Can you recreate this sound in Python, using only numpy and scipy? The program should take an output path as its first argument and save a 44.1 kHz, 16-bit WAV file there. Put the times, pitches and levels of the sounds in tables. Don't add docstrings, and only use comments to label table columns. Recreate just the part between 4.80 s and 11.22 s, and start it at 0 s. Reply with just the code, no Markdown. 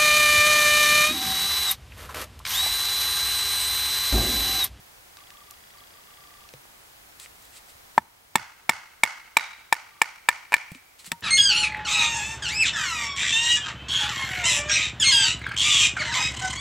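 import sys
import numpy as np
from scipy import signal
from scipy.fft import rfft, irfft, next_fast_len
from scipy.io import wavfile
from scipy.ndimage import uniform_filter1d

SR = 44100
rng = np.random.default_rng(int(sys.argv[2]) if len(sys.argv) > 2 else 0)


def boost_factor(decibels):
    exponent = np.asarray(decibels, float) / 20
    return 10 ** exponent


def wav_out(sig):
    wavfile.write(sys.argv[1], SR, np.round(np.clip(np.atleast_2d(sig).T, -1, 1) * 32767).astype(np.int16))


N = 283239


def read(table, hz):
    table_hz, value = np.transpose(table)
    return np.interp(np.log(np.maximum(hz, 1)), np.log(table_hz), value)


def colour(x, table):
    size = next_fast_len(len(x))
    hz = np.arange(size // 2 + 1) * SR / size
    y = irfft(rfft(x, size) * boost_factor(read(table, hz)), size)[:len(x)]
    return y / np.sqrt(np.mean(y ** 2))


def fade(t, t60_s):
    return np.exp(-np.log(1000) * t / t60_s)


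def ring(t, hz, t60_s, rise_s=0.00065):
    return np.sin(2 * np.pi * hz * t) * fade(t, t60_s) * (1 - np.exp(-t / rise_s))


def add(out, s, x):
    i = int(s * SR)
    out[..., i:i + x.shape[-1]] += x[..., :N - i]


def left_right(mid, side):
    return np.array([mid + side, mid - side])


# (frequency [Hz], density [dB/Hz])
AIR_MID_SPECTRUM = [(15, -14), (25, -3), (68, 0), (238, -10.5), (273, -9), (368, -9), (669, -8), (726, -4),
                    (831, -6), (1880, -9), (2040, -8), (2820, -13), (3060, -12), (15200, -14), (16500, -26)]
# (frequency [Hz], density [dB/Hz])
AIR_SIDE_SPECTRUM = [(15, -67), (25, -28), (43, -20), (76, -10), (280, -0.5), (321, 1), (726, 3.5),
                     (1320, 3.5), (1930, 1.5), (2330, 1), (2530, 1), (10400, -12.5), (13600, -20),
                     (15200, -20), (16500, -38)]


def air():
    duck_db, release_s = 6, 1.5
    scan_hz, scan_db = 15734, -72
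    t = np.arange(N) / SR
    mid = boost_factor(-56.5) * colour(rng.standard_normal(N), AIR_MID_SPECTRUM)
    mid += boost_factor(scan_db) * np.sin(2 * np.pi * scan_hz * t)
    side = boost_factor(-56.5) * colour(rng.standard_normal(N), AIR_SIDE_SPECTRUM)
    recovery = [np.where(t > s, np.exp(-(t - s) / release_s), 0) for s, *_ in BLOW_EVENTS]
    return left_right(mid, side) * boost_factor(-duck_db * np.max(recovery, axis=0))


# (start [s], end [s], step click level [dB])
LENS_RUNS = [
    (.36, 1.66, -60.5),
    (4.74, 4.89, -66),
    (5.03, 5.18, -67),
]
# (frequency [Hz], level [dB], T60 [s])
GEAR_MODES = [(1950, 0, .008), (2900, -3, 0.011), (3306, 3, 0.0085), (4800, -8, .03)]
# (start [s], end [s], level [dB])
COIL_WHINES = [(.36, .43, -62.5), (.5, .62, -63), (.65, .72, -63), (.93, 1.02, -64), (1.13, 1.19, -65),
               (1.26, 1.32, -64), (1.36, 1.66, -64), (5.09, 5.18, -67.5)]


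def lens():
    first_s, rate_hz = .5045, 30000 / 1001
    whine_hz, whine_s, whine_delay_s = 1173, 0.026, 0.00299
    out, t = np.zeros(N), np.arange(SR // 20) / SR
    swell = np.sin(np.pi * np.minimum(t / whine_s, 1)) ** 2
    whine = np.sin(2 * np.pi * whine_hz * t) * swell
    for start, end, click_db in LENS_RUNS:
        steps = np.arange(np.ceil((start - first_s) * rate_hz), (end - first_s) * rate_hz)
        for at in first_s + steps / rate_hz:
            spread_db = 2.5 * rng.standard_normal(len(GEAR_MODES) + 1)
            click = sum(boost_factor(db + d) * ring(t, hz, t60_s)
                        for (hz, db, t60_s), d in zip(GEAR_MODES, spread_db))
            add(out, at, boost_factor(click_db + 15.5) * click)
            gain = sum(boost_factor(db) for on, off, db in COIL_WHINES if on < at < off)
            add(out, at + whine_delay_s, gain * boost_factor(10.5 + .5 * spread_db[-1]) * whine)
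    return out


# (time [s], level [dB], rise [s], hold [s])
RUSTLE_EVENTS = [(2.398, -47.5, .006, .05), (2.66, -59, .3, .01), (2.766, -47.5, .065, .01),
                 (2.896, -53.5, .045, .01), (5.915, -55, .02, .004), (5.95, -56, .01, .01),
                 (6.192, -51, .012, .016), (6.246, -49, .004, .005), (6.228, -59, .02, .004),
                 (6.26, -43.5, .004, .015)]
# (frequency [Hz], density [dB/Hz])
LITTER_SPECTRUM = [(290, -29), (500, -16), (729, -17), (1260, -1.5), (1380, -2), (1670, -10), (1840, 3),
                   (4280, 4), (5880, -2), (8090, 6), (16000, -15.5)]


def rustle():
    rise_db, settle_db_per_s = 20, 620
    t, gain = np.arange(N) / SR, 0
    for s, db, rise_s, hold_s in RUSTLE_EVENTS:
        rise = rise_db * np.maximum(s - t, 0) / rise_s
        settle = settle_db_per_s * np.maximum(t - s - hold_s, 0)
        gain = gain + boost_factor(db - rise - settle)
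    snaps = rng.standard_normal((2, N)) * boost_factor(2.2 * rng.exponential(size=N))
    mid, side = (gain * colour(x, LITTER_SPECTRUM) for x in snaps)
    return boost_factor(-2.0) * left_right(mid, .35 * side)


# (time [s], peak [dB], ring
# frequency [Hz], T60 [s])
TICK_EVENTS = [(0.3705, -35, 2500, 0.012), (.388, -41, 2050, 0.0096), (6.268, -39, 750, .014),
               (0.504, -35.5, 2830, .008), (0.7097, -34, 8500, .004), (.9837, -42, 4500, 0.035),
               (1.6899, -37, 2600, 0.012), (1.7379, -37.5, 2820, .006), (1.7385, -35.5, 516, 0.031),
               (1.742, -46, 135, 0.12), (1.8537, -43.5, 705, 0.017), (2.399, -31.5, 7150, 0.015),
               (2.46, -37, 1530, 0.0064), (2.623, -44, 7600, .02), (2.653, -43, 6000, .006),
               (4.943, -33, 7600, .01), (5.36, -42, 3200, .01), (5.766, -22, 2000, .014),
               (5.9185, -29.5, 175, 0.045), (5.9184, -29.5, 299, 0.018), (5.953, -42, 260, .07),
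               (5.9485, -32, 1700, 0.014), (6.1954, -41, 4140, 0.045), (6.245, -40, 3080, 0.014),
               (6.265, -37.5, 7700, 0.0066), (6.276, -43, 175, 0.07), (6.3205, -35, 1850, 0.058),
               (6.322, -36, 934, 0.15), (6.328, -40, 170, .09), (6.408, -41, 7300, .015)]


def ticks():
    clicky_s = .04
    out, t = np.zeros(N), np.arange(SR // 5) / SR
    for s, db, hz, t60_s in TICK_EVENTS:
        share = np.exp(-t60_s / clicky_s)
        band = [(hz / 6, -24), (hz / 1.6, 0), (hz * 1.6, 0), (hz * 6, -24)]
        click = colour(rng.standard_normal(len(t)), band) * fade(t, 0.0085)
        tone = ring(t, hz, t60_s, rise_s=0.0006)
        add(out, s, boost_factor(db) * (share * click + (1 - share) * tone))
    return out


# (delay [s], level [dB], left minus right [dB])
TRUNK_ECHOES = [
    (0.017, 11.5, -13.5),
    (0.0266, 13, -3.5),
    (.040, 7.5, -17.5),
]


def trunks(far):
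    out, t = np.zeros((2, N)), np.arange(SR // 100) / SR
    for delay_s, db, pan_db in TRUNK_ECHOES:
        bark = uniform_filter1d(rng.standard_normal(len(t)), size=5) * fade(t, 0.016)
        bark /= np.sqrt(np.sum(bark ** 2))
        echo = signal.fftconvolve(far, bark)[:N] * boost_factor(-5.5)
        add(out, delay_s, echo * boost_factor(db + np.array([[pan_db], [-pan_db]]) / 2))
    return out


# (frequency [Hz], level [dB])
FOREST_SPECTRUM = [(150, -9.5), (400, -17.5), (800, -7), (1300, -5.5), (2000, -14), (4000, -12),
                   (8000, -11.5), (16000, -14)]
# (frequency [Hz], T60 [s])
FOREST_DECAY = [(300, 0.14), (1000, 0.39), (2500, 0.51), (5000, 0.42), (12000, 0.083)]


def forest(far):
    t = np.arange(SR) / SR
    mid, side = np.zeros((2, SR))
    patchy = boost_factor(1.84 * 20 * uniform_filter1d(rng.standard_normal(SR), size=400))
    build_up = 1 - np.exp(-(t / 0.044) ** 2)
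    for hz in 180 * 2 ** np.arange(0, 6.5, .5):
        edges_hz = (hz / 2 ** .25, hz * 2 ** .25)
        band = signal.butter(2, edges_hz, "band", fs=SR, output="sos")
        t60_s = read(FOREST_DECAY, hz)
        decay = fade(t, t60_s) + boost_factor(-14.5) * fade(t, 3.27 * t60_s)
        shape = boost_factor(read(FOREST_SPECTRUM, hz)) * decay * patchy * build_up
        pair = signal.sosfilt(band, rng.standard_normal((2, SR))) * shape
        mid, side = mid + pair[0], side + pair[1]
    response = left_right(mid, side * boost_factor(-5))
    return signal.fftconvolve(far[None], response, axes=1)[:, :N]


# (frequency [Hz], density [dB/Hz])
GROUND_SPECTRUM = [(30, -24.5), (60, -6.5), (100, -1), (170, -10.5), (350, -17), (550, -34.5)]


def soil(t, stump_db, noise):
    return boost_factor(stump_db - 23.5) * colour(noise, GROUND_SPECTRUM) * fade(t, 0.21) * (1 - np.exp(-t / 0.022))


# (frequency [Hz], level [dB], T60 [s])
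STUMP_MODES = [(164.3, -7, 0.043), (220, 1.5, 0.031), (342, -5.5, 0.033), (580, -8, 0.025),
               (1320, 0, 0.029)]


def stump(t, stump_db):
    return sum(boost_factor(stump_db + db) * ring(t, hz, t60_s, rise_s=SR / 2e7) for hz, db, t60_s in STUMP_MODES)


# (frequency [Hz], level [dB], T60 [s])
WHOLE_MODES = [(1600, -11.5, .014), (2035, -18, .016), (2890, -25, .014), (4430, -24, .014)]


def whole_billet(t):
    return sum(boost_factor(db) * ring(t, hz, t60_s) for hz, db, t60_s in WHOLE_MODES)


# (baton [s], billet [s], blade [s], splinter [s], fibre crack [s])
RING_T60_S = (0.023, 0.033, 0.018, 0.027, .013)
# (baton [dB], billet [dB], blade [dB], splinter [dB])
TO_TREES_DB = (-7.5, -2.5, -3, 2)


def opening(s):
    return 4.4 < s < 4.7


def bodies(t, s, levels_db, factor):
    baton_hz = 915 if s < 5.4 else 950
    gripped = 3.4 < s < 4.4
    billet_hz, blade_hz = (1815, 2220) if gripped else (1770, 2340)
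    splinter_hz = 3880 if opening(s) else 3520
    twin_ratio, twin_db = 1.064, -16
    near, away = np.zeros((2, len(t)))
    modes_hz = (baton_hz, billet_hz, blade_hz, splinter_hz)
    for hz, db, t60_s, trees_db in zip(modes_hz, levels_db, RING_T60_S, TO_TREES_DB):
        main = ring(t, hz, factor * t60_s, rise_s=0.00057)
        twin = ring(t, hz / twin_ratio, 1.2 * factor * t60_s)
        near -= boost_factor(db) * (main + boost_factor(twin_db) * twin)
        away -= boost_factor(db + trees_db) * main * fade(t, 0.045)
    return near, away


# (frequency [Hz], density [dB/Hz])
CRACK_SPECTRUM = [(1650, 1), (2800, -1.5), (3110, -6), (3570, 0.5), (4170, -6), (4700, -7), (5610, -4.5),
                  (6130, -13), (7770, -1), (9770, -10), (14900, -14), (16400, -27)]
# (frequency [Hz], density [dB/Hz])
THUD_SPECTRUM = [(150, -37.5), (500, -30), (800, -3), (1400, 10.5), (2600, -22.5), (4000, 2.5),
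                 (8000, -48.5)]


def fibres(t, crack_db, blade_db, factor, snaps):
    onset = 1 - np.exp(-(t / 0.0021) ** 3)
    tear = fade(t, factor * RING_T60_S[4]) * onset + boost_factor(-29) * fade(t, 0.059)
    mid, side = (boost_factor(crack_db + 10) * colour(x, CRACK_SPECTRUM) * tear for x in snaps[:2])
    side = 0.44 * uniform_filter1d(side, size=3)
    thud = boost_factor(blade_db - 11.5) * colour(snaps[2], THUD_SPECTRUM) * tear
    high = signal.butter(3, 700, "high", fs=SR, output="sos")
    return signal.sosfilt(high, left_right(mid + thud, side))


# (time [s], baton [dB], billet [dB], blade [dB], forest echo [dB])
BLOW_EVENTS = [
    (3.1786, 0.5, -15.5, -15.5, -51),
    (3.5552, -7.5, -17, -9, -37.5),
    (3.893, -9.5, -16.5, -5, -36),
    (4.2343, -11.5, -15.5, -2, -33),
    (4.5682, -10, -17.5, -2.5, -33),
    (4.925, -8, -12.5, -9, -39),
    (5.2161, -9.5, -12.5, -4.5, -38),
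    (5.4869, -9.5, -8, -3.5, -37),
    (5.7397, -15, -9, -0.5, -35),
]
# (time [s], baton [dB], billet [dB], blade [dB], crack [dB])
SLIP_EVENTS = [
    (5.721, -14, -19, -14, -21),
    (5.7281, -16.5, -24, -20, -24),
    (5.7302, -18, -16, -9, -25),
]
# (time [s], baton [dB], billet [dB], blade [dB], crack [dB])
LAID_EVENT = (6.3166, -28.5, -27, -21, -15)


def knocks():
    first_s = BLOW_EVENTS[0][0]
    contacts = []
    for s, baton_db, billet_db, blade_db, echo_db in BLOW_EVENTS:
        crack_db = min(-13.5, echo_db + 27) - 4.5 * (s > 5.7)
        stump_db = np.clip(-14.5 - 13.5 * (s - first_s), -38, echo_db + 29.5)
        splinter_db = 0.5 if opening(s) else -7 * (s - first_s)
        factor = 1.14 + .023 * min(echo_db + 39, 0)
        contacts.append((s, baton_db, billet_db, blade_db, crack_db, stump_db, splinter_db, echo_db, factor))
    contacts += [(*row, -44, -8, -39, .45) for row in SLIP_EVENTS]
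    return contacts + [(*LAID_EVENT, -30, -8, -61, .7)]


# (frequency [Hz], level [dB])
SNAP_SPECTRUM = [(300, -28.5), (600, -11.5), (1300, 0), (2500, 1.5), (3200, -9.5), (5600, -8), (8000, -9.5),
                 (16000, -13.5)]


def blows():
    near, far, t = np.zeros((2, N)), np.zeros(N), np.arange(SR // 5) / SR
    impulse = 1. * (np.arange(len(t)) == SR // 1500)
    contact = colour(impulse, SNAP_SPECTRUM)
    for s, baton_db, billet_db, blade_db, crack_db, stump_db, splinter_db, echo_db, factor in knocks():
        levels_db = (baton_db, billet_db, blade_db, crack_db + splinter_db - 3)
        knock, away = bodies(t, s, levels_db, factor)
        knock += stump(t, stump_db)
        if s < 3.4:
            knock += whole_billet(t)
        snaps = rng.standard_normal((4, len(t))) * boost_factor(2 * rng.exponential(size=len(t)))
        knock += soil(t, stump_db, snaps[3])
        add(near, s, knock + fibres(t, crack_db, blade_db, factor, snaps))
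        add(far, s, boost_factor(echo_db) * (away + boost_factor(crack_db - 16.5) * contact))
    rumble_cut = signal.butter(2, 80, "high", fs=SR, output="sos")
    return signal.sosfilt(rumble_cut, near), far


def scene():
    near, far = blows()
    background = air() + lens() + rustle() + ticks()
    return background + trunks(far) + forest(far) + near * boost_factor(np.array([[.3], [-.3]]))


def low_pass(x):
    return signal.sosfilt(signal.butter(12, 16640, fs=SR, output="sos"), x)


def record(dry):
    soft = np.tanh(0.93 * dry) / 0.7
    top_cut = signal.ellip(8, .2, 70, 16300, fs=SR, output="sos")
    return low_pass(signal.sosfilt(top_cut, soft))


dry = scene()
out = record(dry)
wav_out(out)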